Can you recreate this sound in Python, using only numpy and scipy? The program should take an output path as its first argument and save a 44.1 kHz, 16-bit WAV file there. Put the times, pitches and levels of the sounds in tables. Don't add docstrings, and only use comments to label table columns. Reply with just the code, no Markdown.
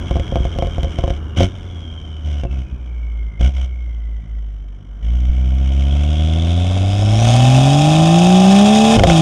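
import sys
import numpy as np
from scipy import signal
from scipy.fft import rfft, irfft, next_fast_len
from scipy.io import wavfile
from scipy.ndimage import uniform_filter1d

SR = 44100
rng = np.random.default_rng(int(sys.argv[2]) if len(sys.argv) > 2 else 0)


def wav_out(sig):
    wavfile.write(sys.argv[1], SR, np.round(np.clip(np.atleast_2d(sig).T, -1, 1) * 32767).astype(np.int16))


N = 406161
T = np.arange(N) / SR

# time_s, firing_rate_hz
COAST_REVS = [(0, 87), (.55, 83.7), (1.35, 74.5), (1.45, 93.5), (1.85, 82.5), (2.3, 74), (2.64, 63.5),
              (3.15, 55.7), (3.37, 53), (3.49, 67), (4.0, 55), (4.35, 53.5), (4.7, 48.3), (4.97, 49)]
# time_s, firing_rate_hz
PULL_REVS = [(5.13, 59.8), (5.85, 68.5), (6.1, 74.7), (6.45, 82.8), (6.85, 95.8), (7.1, 105.2),
             (7.25, 114.9), (7.6, 132.3), (7.95, 157.3), (8.12, 166.2), (8.3, 181.5), (8.47, 190.3),
             (8.72, 212.9), (8.96, 225.2)]
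# time_s, tone_db
COAST_TONE = [(0, -25), (1.2, -25), (1.55, -28.5), (2.7, -25.5), (3.2, -18), (3.7, -20.5), (4.4, -20.5),
              (4.8, -28.5)]
# start_s, length_s, tone_db, octave_db, bark_db, rasp_db
FUEL_SPELLS = [(0, 1.17, -32, -49, -44, -41), (1.382, 0.053, -8.5, -17.5, -28, -24.5),
               (2.256, 0.15, -17.5, -34.5, -43.5, -41.5), (2.51, .11, -18, -31.5, -46, -45.5),
               (2.728, 0.011, -19, -32, -55, -52), (3.413, 0.06, -6, -23, -34, -32.5),
               (3.55, 0.096, -15, -39.5, -44.5, -40.5)]
# centre_s, half_length_s
COAST_STUMBLES = [(2.49, .015), (2.69, 0.023), (2.773, .012), (3.344, 0.044), (4.248, 0.04), (4.83, 0.042)]
# time_s, tone_db, octave_db
PULL_TONES = [(5.03, -16.5, -32), (5.09, -12.5, -30.5), (5.75, -11, -25.5), (6.4, -13, -22.5),
              (6.95, -12, -28.5), (7.5, -6.5, -17), (7.8, -10, -17), (8.55, -5.5, -21.5), (8.9, -10, -19.5),
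              (9.2, -8.5, -16.5)]
# time_s, bark_db, rasp_db
PULL_GRIT = [(5.1, -48.5, -46.5), (6.0, -35, -37.5), (7.1, -26.5, -30.5), (7.28, -19, -22.5),
             (8.4, -15.5, -21.5), (8.95, -14, -17.5), (9.2, -18, -20.5)]
# strength_db, lateness_in_firings
CYLINDER_PULSES = [(6.5, -0.053), (11, 0.042), (0.5, 0.018), (11, -0.05), (11.5, 0.024), (8.5, -0.038)]
# frequency_hz, gain_db
PIPE_EQ = [(25, -25), (45, -8.5), (110, -3), (260, -10.5), (340, -9.5), (480, -33), (560, -14.5),
           (635, -10), (690, -10.5), (755, -7), (820, -3), (930, -29.5), (1110, -22), (1500, -35),
           (2500, -49), (6000, -87)]
# centre_hz, width_hz, on_boost_db, off_boost_db
RASP_RESONANCES = [(970, 590, -5, -5.5), (1450, 123, -19, 0.5), (1787, 32, -3, -6.5),
                   (2224, 144, -9.5, 4.5), (2590, 157, 3, -10), (2984, 60, 3, 4), (3110, 210, -9.5, 6.5),
                   (3315, 90, 5, -8.5), (3613, 200, 2, -7), (4560, 130, -9.5, -38),
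                   (5110, 260, -5.5, -15.5), (5784, 570, -8.5, -7), (6670, 480, -7.5, -18),
                   (7400, 500, -14.5, -22.5), (8630, 690, -12.5, -21), (10360, 1200, -24, -33.5),
                   (12500, 2600, -36, -39)]
# start_s, strength_db, crack_offset_db
POP_CUES = [(0.108, -9, -15), (0.154, -14, -12.5), (0.166, -11, -17), (0.195, -19, -2.5), (0.321, -16, -22),
            (0.355, -8, -16), (0.367, -12.5, -20), (0.402, -19.5, -17), (0.45, -14.5, -11.5),
            (0.558, -20, -18), (0.585, -10, -12.5), (0.622, -8.5, -15.5), (0.645, -18, -13),
            (0.668, -18.5, -8), (0.78, -18, -12), (0.83, -18.5, -4.5), (0.843, -19.5, -8),
            (0.869, -24, -18), (0.985, -13, -9), (1.036, -8.5, -15), (1.076, -11.5, -14),
            (1.102, -12.5, -11), (1.368, -22, -4), (1.404, -6.5, -7), (1.429, -12.5, 1),
            (2.433, -21.5, -3.5), (2.449, -18, -20), (3.408, -18.5, -3), (8.962, -17.5, 6),
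            (8.987, -19, -1), (8.993, -3.5, -3), (9.034, 3.5, -5.5), (9.068, -9, -3), (9.097, -4.5, 0.5)]
# pitch_hz, gain_db, t60_s
EXHAUST_MODES = [(44.2, -3, 0.19), (62.4, 2, 0.2), (109, -0.5, 0.051), (179, -20, 0.033), (270, -25, 0.063),
                 (365, -13.5, 0.18), (544, -4, 0.071), (683.4, -5, 0.057), (710, -26, 0.019),
                 (1045, -24, 0.076)]
# engaged_s, multiple_of_firing_rate
GEAR_MESH = [(0, 38.3), (1.4, 39.2), (3.4, 36.4)]
# frequency_hz, gain_db
PANEL_EQ = [(1800, -35), (2030, -18.5), (2170, -8.5), (2400, -20.5), (2600, -14), (2900, -16), (3200, -0.5),
            (3450, -16), (3800, -18)]
# time_s, pitch_hz, level_db
TURBO_SWEEPS = [
    [(5.2, 2920, -88), (5.6, 3154, -52.5), (6, 3255, -39.5), (6.5, 3434, -34), (6.9, 3620, -42.5),
     (7.4, 3630, -65)],
    [(6.2, 4630, -100), (6.85, 4950, -48), (7.17, 5540, -36.5), (7.3, 6450, -36), (7.5, 6840, -59)],
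]
# frequency_hz, gain_db
ROAD_EQ = [(20, -18.5), (50, 1), (100, -3.5), (180, -11), (350, -16), (480, -22.5), (730, -32.5),
           (850, -29), (1600, -30), (2600, -67)]
# time_s, level_db
ROAD_LEVEL = [(0, -24.5), (1.1, -27), (1.7, -31.5), (4.6, -44), (5.5, -33.5), (7.2, -27), (7.8, -52),
              (9.2, -62)]

THROTTLE_OPEN_S, THROTTLE_RISE_S = 5.02, 0.018
CUT_START_S, CUT_END_S = 8.97, 9.07
CUT_BARK_DB, CUT_RASP_DB = -8, -11


def firing_rate(next_gear_hz=158.2, settle_s=0.07):
    rate, = in_time(COAST_REVS + PULL_REVS)
    settling = np.exp(-np.maximum(T - CUT_START_S, 0) / settle_s)
    return next_gear_hz + (rate - next_gear_hz) * settling


def coasting_gains(rate, reference_hz=60.3, attack_s=0.023, release_s=0.026):
    tone_db, = in_time(COAST_TONE)
    rev_octaves = np.log2(rate / reference_hz)
    stumble = sum(np.exp(-((T - centre_s) / half_s) ** 2) for centre_s, half_s in COAST_STUMBLES)
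    tone_db, octave_db = tone_db - 13 * stumble, -45 + 9 * stumble
    bark_db, rasp_db = -56.5 + 13 * rev_octaves, -55 + 15.5 * rev_octaves
    gains = from_db([tone_db, octave_db, bark_db, rasp_db])
    for start_s, length_s, *levels_db in FUEL_SPELLS:
        attack = np.clip(1 + (T - start_s) / attack_s, 0, 1)
        release = np.exp(-np.maximum(T - start_s - length_s, 0) / release_s)
        gains = np.maximum(gains, np.outer(from_db(levels_db), attack * release))
    return gains


def engine_gains(rate):
    throttle = np.clip((T - THROTTLE_OPEN_S) / THROTTLE_RISE_S, 0, 1)
    pulling = from_db(in_time(PULL_TONES) + in_time(PULL_GRIT))
    return (1 - throttle) * coasting_gains(rate) + throttle * pulling


def boom(firings, tone, octave, cut, muffler_hz=340, waver_db=0.62, skip_db=-11):
    angle = 2 * np.pi * firings
    overtones = sum(from_db(db) * np.cos(k * angle) for k, db in [(3, -5), (4, -11), (5, -16)])
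    muffled = colour(overtones, [(muffler_hz, 0), (1.1 * muffler_hz, -14)])
    wave = tone * np.cos(angle) + octave * (np.cos(2 * angle) + muffled)
    skipping = from_db(skip_db) * sum(np.cos(k * angle / 2) / k for k in range(1, 9))
    return np.sqrt(2) * ((1 - cut) * wave + cut * skipping) * from_db(waver_db * drift(30))


def bark(firings, boost, jitter=0.003, hot_rough_db=1.5, cool_rough_db=3.0, gas_db=-31, hollow_db=-13):
    count = np.arange(1, int(firings[-1]))
    strength_db, lateness = np.array(CYLINDER_PULSES)[count % len(CYLINDER_PULSES)].T
    timing_scatter, level_scatter = rng.standard_normal((len(count), 2)).T
    at = np.interp(count + lateness + jitter * timing_scatter, firings, np.arange(N)).astype(int)
    rough_db = cool_rough_db + (hot_rough_db - cool_rough_db) * boost[at]
    pulses = np.zeros(N)
    pulses[at] = from_db(strength_db + rough_db * level_scatter)
    mean = uniform_filter1d(pulses, size=SR // 5)
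    pulses -= mean * (1 + 2 * sum(np.cos(2 * np.pi * k * firings) for k in (1, 2)))
    flow = rms_one(pulses) + from_db(gas_db) * rng.standard_normal(N)
    hot = exhaust_pipe(flow, shift=0.96)
    cool = exhaust_pipe(flow, shift=0.875) + from_db(hollow_db) * band(flow, 364, 600)
    pipe = boost * hot + (1 - boost) * cool
    midrange_power = uniform_filter1d(band(pipe, 480, 950) ** 2, size=SR // 10)
    return pipe / np.sqrt(midrange_power + 1e-12)


def exhaust_pipe(flow, shift, round_trip_s=0.00471, reflection=0.35, smear=0.47):
    size = next_fast_len(N + SR // 4)
    omega = 2 * np.pi * np.arange(size // 2 + 1) * SR / size
    response = 1 / (1 - reflection * np.exp(-1j * omega * round_trip_s / shift))
    for reflection_s in (0.0029, 0.0043):
        delay = np.exp(-1j * omega * reflection_s)
        response *= (delay - smear) / (1 - smear * delay)
    coloured = colour(flow, np.array(PIPE_EQ) * [shift, 1])
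    return irfft(rfft(coloured, size) * response, size)[:N]


def rasp(firings, boost, coast_depth=0.55, full_depth=0.29, lag=0.19, slop=0.04, rough_db=1.84):
    depth = coast_depth + (full_depth - coast_depth) * boost
    angle = 2 * np.pi * (firings - lag - slop * drift(40))
    puffs = np.exp(depth * np.cos(angle)) / np.sqrt(np.i0(2 * depth))
    gas = np.sqrt(boost) * gas_hiss(on_boost=True) + np.sqrt(1 - boost) * gas_hiss(on_boost=False)
    return gas * rms_one(puffs * from_db(rough_db * drift(90)))


def gas_hiss(on_boost):
    hz = np.geomspace(20, SR / 2, 600)
    power = sum(from_db(2 * (on_db if on_boost else off_db)) / (1 + ((hz - centre) / width) ** 2) ** 2
                for centre, width, on_db, off_db in RASP_RESONANCES)
    return noise(np.column_stack([hz, 10 * np.log10(power)]))


def pops(crack_db=-3, crack_s=0.004, spread_db=3.0, thump_db=-12, thump_follow=0.054, thump_below_hz=150):
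    start_s, strength_db, crack_offset_db = np.transpose(POP_CUES)
    at = np.round(start_s * SR).astype(int)
    scatter_db = spread_db * rng.standard_normal((len(at), len(EXHAUST_MODES)))
    body = np.zeros(N)
    for k, (hz, gain_db, t60_s) in enumerate(EXHAUST_MODES):
        is_thump = hz < thump_below_hz
        hit_db = thump_db + thump_follow * (strength_db - thump_db) if is_thump else strength_db
        hits = np.zeros(N)
        hits[at] = from_db(hit_db + gain_db + scatter_db[:, k]) * (-1 if is_thump else 1)
        body += ring(hits, hz, t60_s)
    snaps = np.zeros(N)
    snaps[at] = from_db(strength_db + crack_offset_db + crack_db)
    crack = decay(snaps, crack_s) * gas_hiss(on_boost=False)
    return np.interp(T - 0.002, T, band(body, 37, 2100) + crack)


def cabin_drone(firings, rate, cabin_hz=58, width_hz=9, level_db=-27):
    swell = 1 / (1 + ((rate / 2 - cabin_hz) / width_hz) ** 2)
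    return from_db(level_db) * swell * (T > THROTTLE_OPEN_S) * np.sqrt(2) * np.sin(np.pi * firings)


def gear_whine(rate, load, shove, coast_db=-38.5, load_offset_db=-10, throb=0.4):
    engaged_s, multiples = np.transpose(GEAR_MESH)
    mesh_hz = rate * multiples[np.searchsorted(engaged_s[1:], T)]
    coasting = from_db(coast_db) * colour(whistle(mesh_hz, width_hz=70), PANEL_EQ)
    pulling = from_db(load_offset_db) * load * whistle(mesh_hz, width_hz=170)
    return (1 + throb * shove) * np.where(T < THROTTLE_OPEN_S, coasting, pulling)


def turbo_whistle(shove, throb=0.87):
    whistles = sum(from_db(db) * whistle(hz, width_hz=190) for hz, db in map(in_time, TURBO_SWEEPS))
    return (1 + throb * shove) * whistles


def trim_rattle(shake, ticks_per_s=9, gain_db=-30, tick_s=0.0013):
    clicks = (rng.random(N) < ticks_per_s / SR) * rng.uniform(0.13, 1, N)
    return shake * from_db(gain_db) * decay(clicks, tick_s) * band(rng.standard_normal(N), 4000, 10000)


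def road_rumble(thud_at_s=5.3, thud_half_s=0.0067, thud_db=-8):
    level_db, = in_time(ROAD_LEVEL)
    thud = from_db(thud_db) * np.exp(-((T - thud_at_s) / thud_half_s) ** 2)
    return from_db(level_db) * noise(ROAD_EQ) + thud


def from_db(db):
    return 10 ** (np.asarray(db) / 20)


def rms_one(x):
    return x / np.sqrt(np.mean(x ** 2) + 1e-20)


def in_time(rows):
    time_s, *columns = np.transpose(rows)
    return [np.interp(T, time_s, column) for column in columns]


def colour(x, points):
    size = next_fast_len(N + SR // 4)
    hz, db = np.transpose(points)
    bins_hz = np.maximum(np.arange(size // 2 + 1) * SR / size, 1)
    gain = from_db(np.interp(np.log(bins_hz), np.log(hz), db))
    return irfft(rfft(x, size) * gain, size)[:N]


def noise(points):
    return rms_one(colour(rng.standard_normal(N), points))


def band(x, low_hz, high_hz):
    return signal.sosfilt(signal.butter(2, [low_hz, high_hz], "band", fs=SR, output="sos"), x + 1e-18)


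def drift(rate_hz):
    pole = np.exp(-2 * np.pi * rate_hz / SR)
    return rms_one(signal.lfilter([1], [1, -2 * pole, pole * pole], rng.standard_normal(N + SR))[SR:])


def decay(clicks, tail_s):
    return signal.lfilter([1], [1, -np.exp(-1 / (tail_s * SR))], clicks + 1e-18)


def ring(clicks, hz, t60_s):
    pole, step = np.exp(-np.log(1000) / (t60_s * SR)), 2 * np.pi * hz / SR
    return signal.lfilter([0, np.sin(step)], [1, -2 * pole * np.cos(step), pole * pole], clicks + 1e-18)


def whistle(hz, width_hz):
    angle = 2 * np.pi * np.cumsum(hz) / SR
    return drift(width_hz) * np.cos(angle) + drift(width_hz) * np.sin(angle)


def scene(boost_from_hz=64, boost_full_hz=132, boost_curve=1.46):
    rate = firing_rate()
    firings = np.cumsum(rate) / SR
    spool = np.clip((rate - boost_from_hz) / (boost_full_hz - boost_from_hz), 0, 1)
    boost = spool ** boost_curve * (T > THROTTLE_OPEN_S)
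    tone, octave, bark_gain, rasp_gain = engine_gains(rate)
    cut = uniform_filter1d(1.0 * ((T > CUT_START_S) & (T < CUT_END_S)), size=SR // 200)
    shove = np.cos(2 * np.pi * (firings - 0.18))
    mix = boom(firings, tone, octave, cut)
    mix += bark_gain * from_db(CUT_BARK_DB * cut) * bark(firings, boost)
    mix += rasp_gain * from_db(CUT_RASP_DB * cut) * rasp(firings, np.sqrt(boost))
    mix += pops() + cabin_drone(firings, rate)
    mix += gear_whine(rate, rasp_gain * (1 - boost), shove) + turbo_whistle(shove)
    mix += trim_rattle(tone) + road_rumble()
    return mix[None]


def record(dry, cutoff_hz=15750):
    clipped = dry / (1 + dry ** 8) ** (1 / 8)
    softened = colour(clipped[0], [(9500, -1.5), (15500, -6.5)])[None]
    return signal.sosfilt(signal.ellip(10, 0.1, 80, cutoff_hz, fs=SR, output="sos"), softened)


dry = scene()
out = record(dry)
wav_out(out)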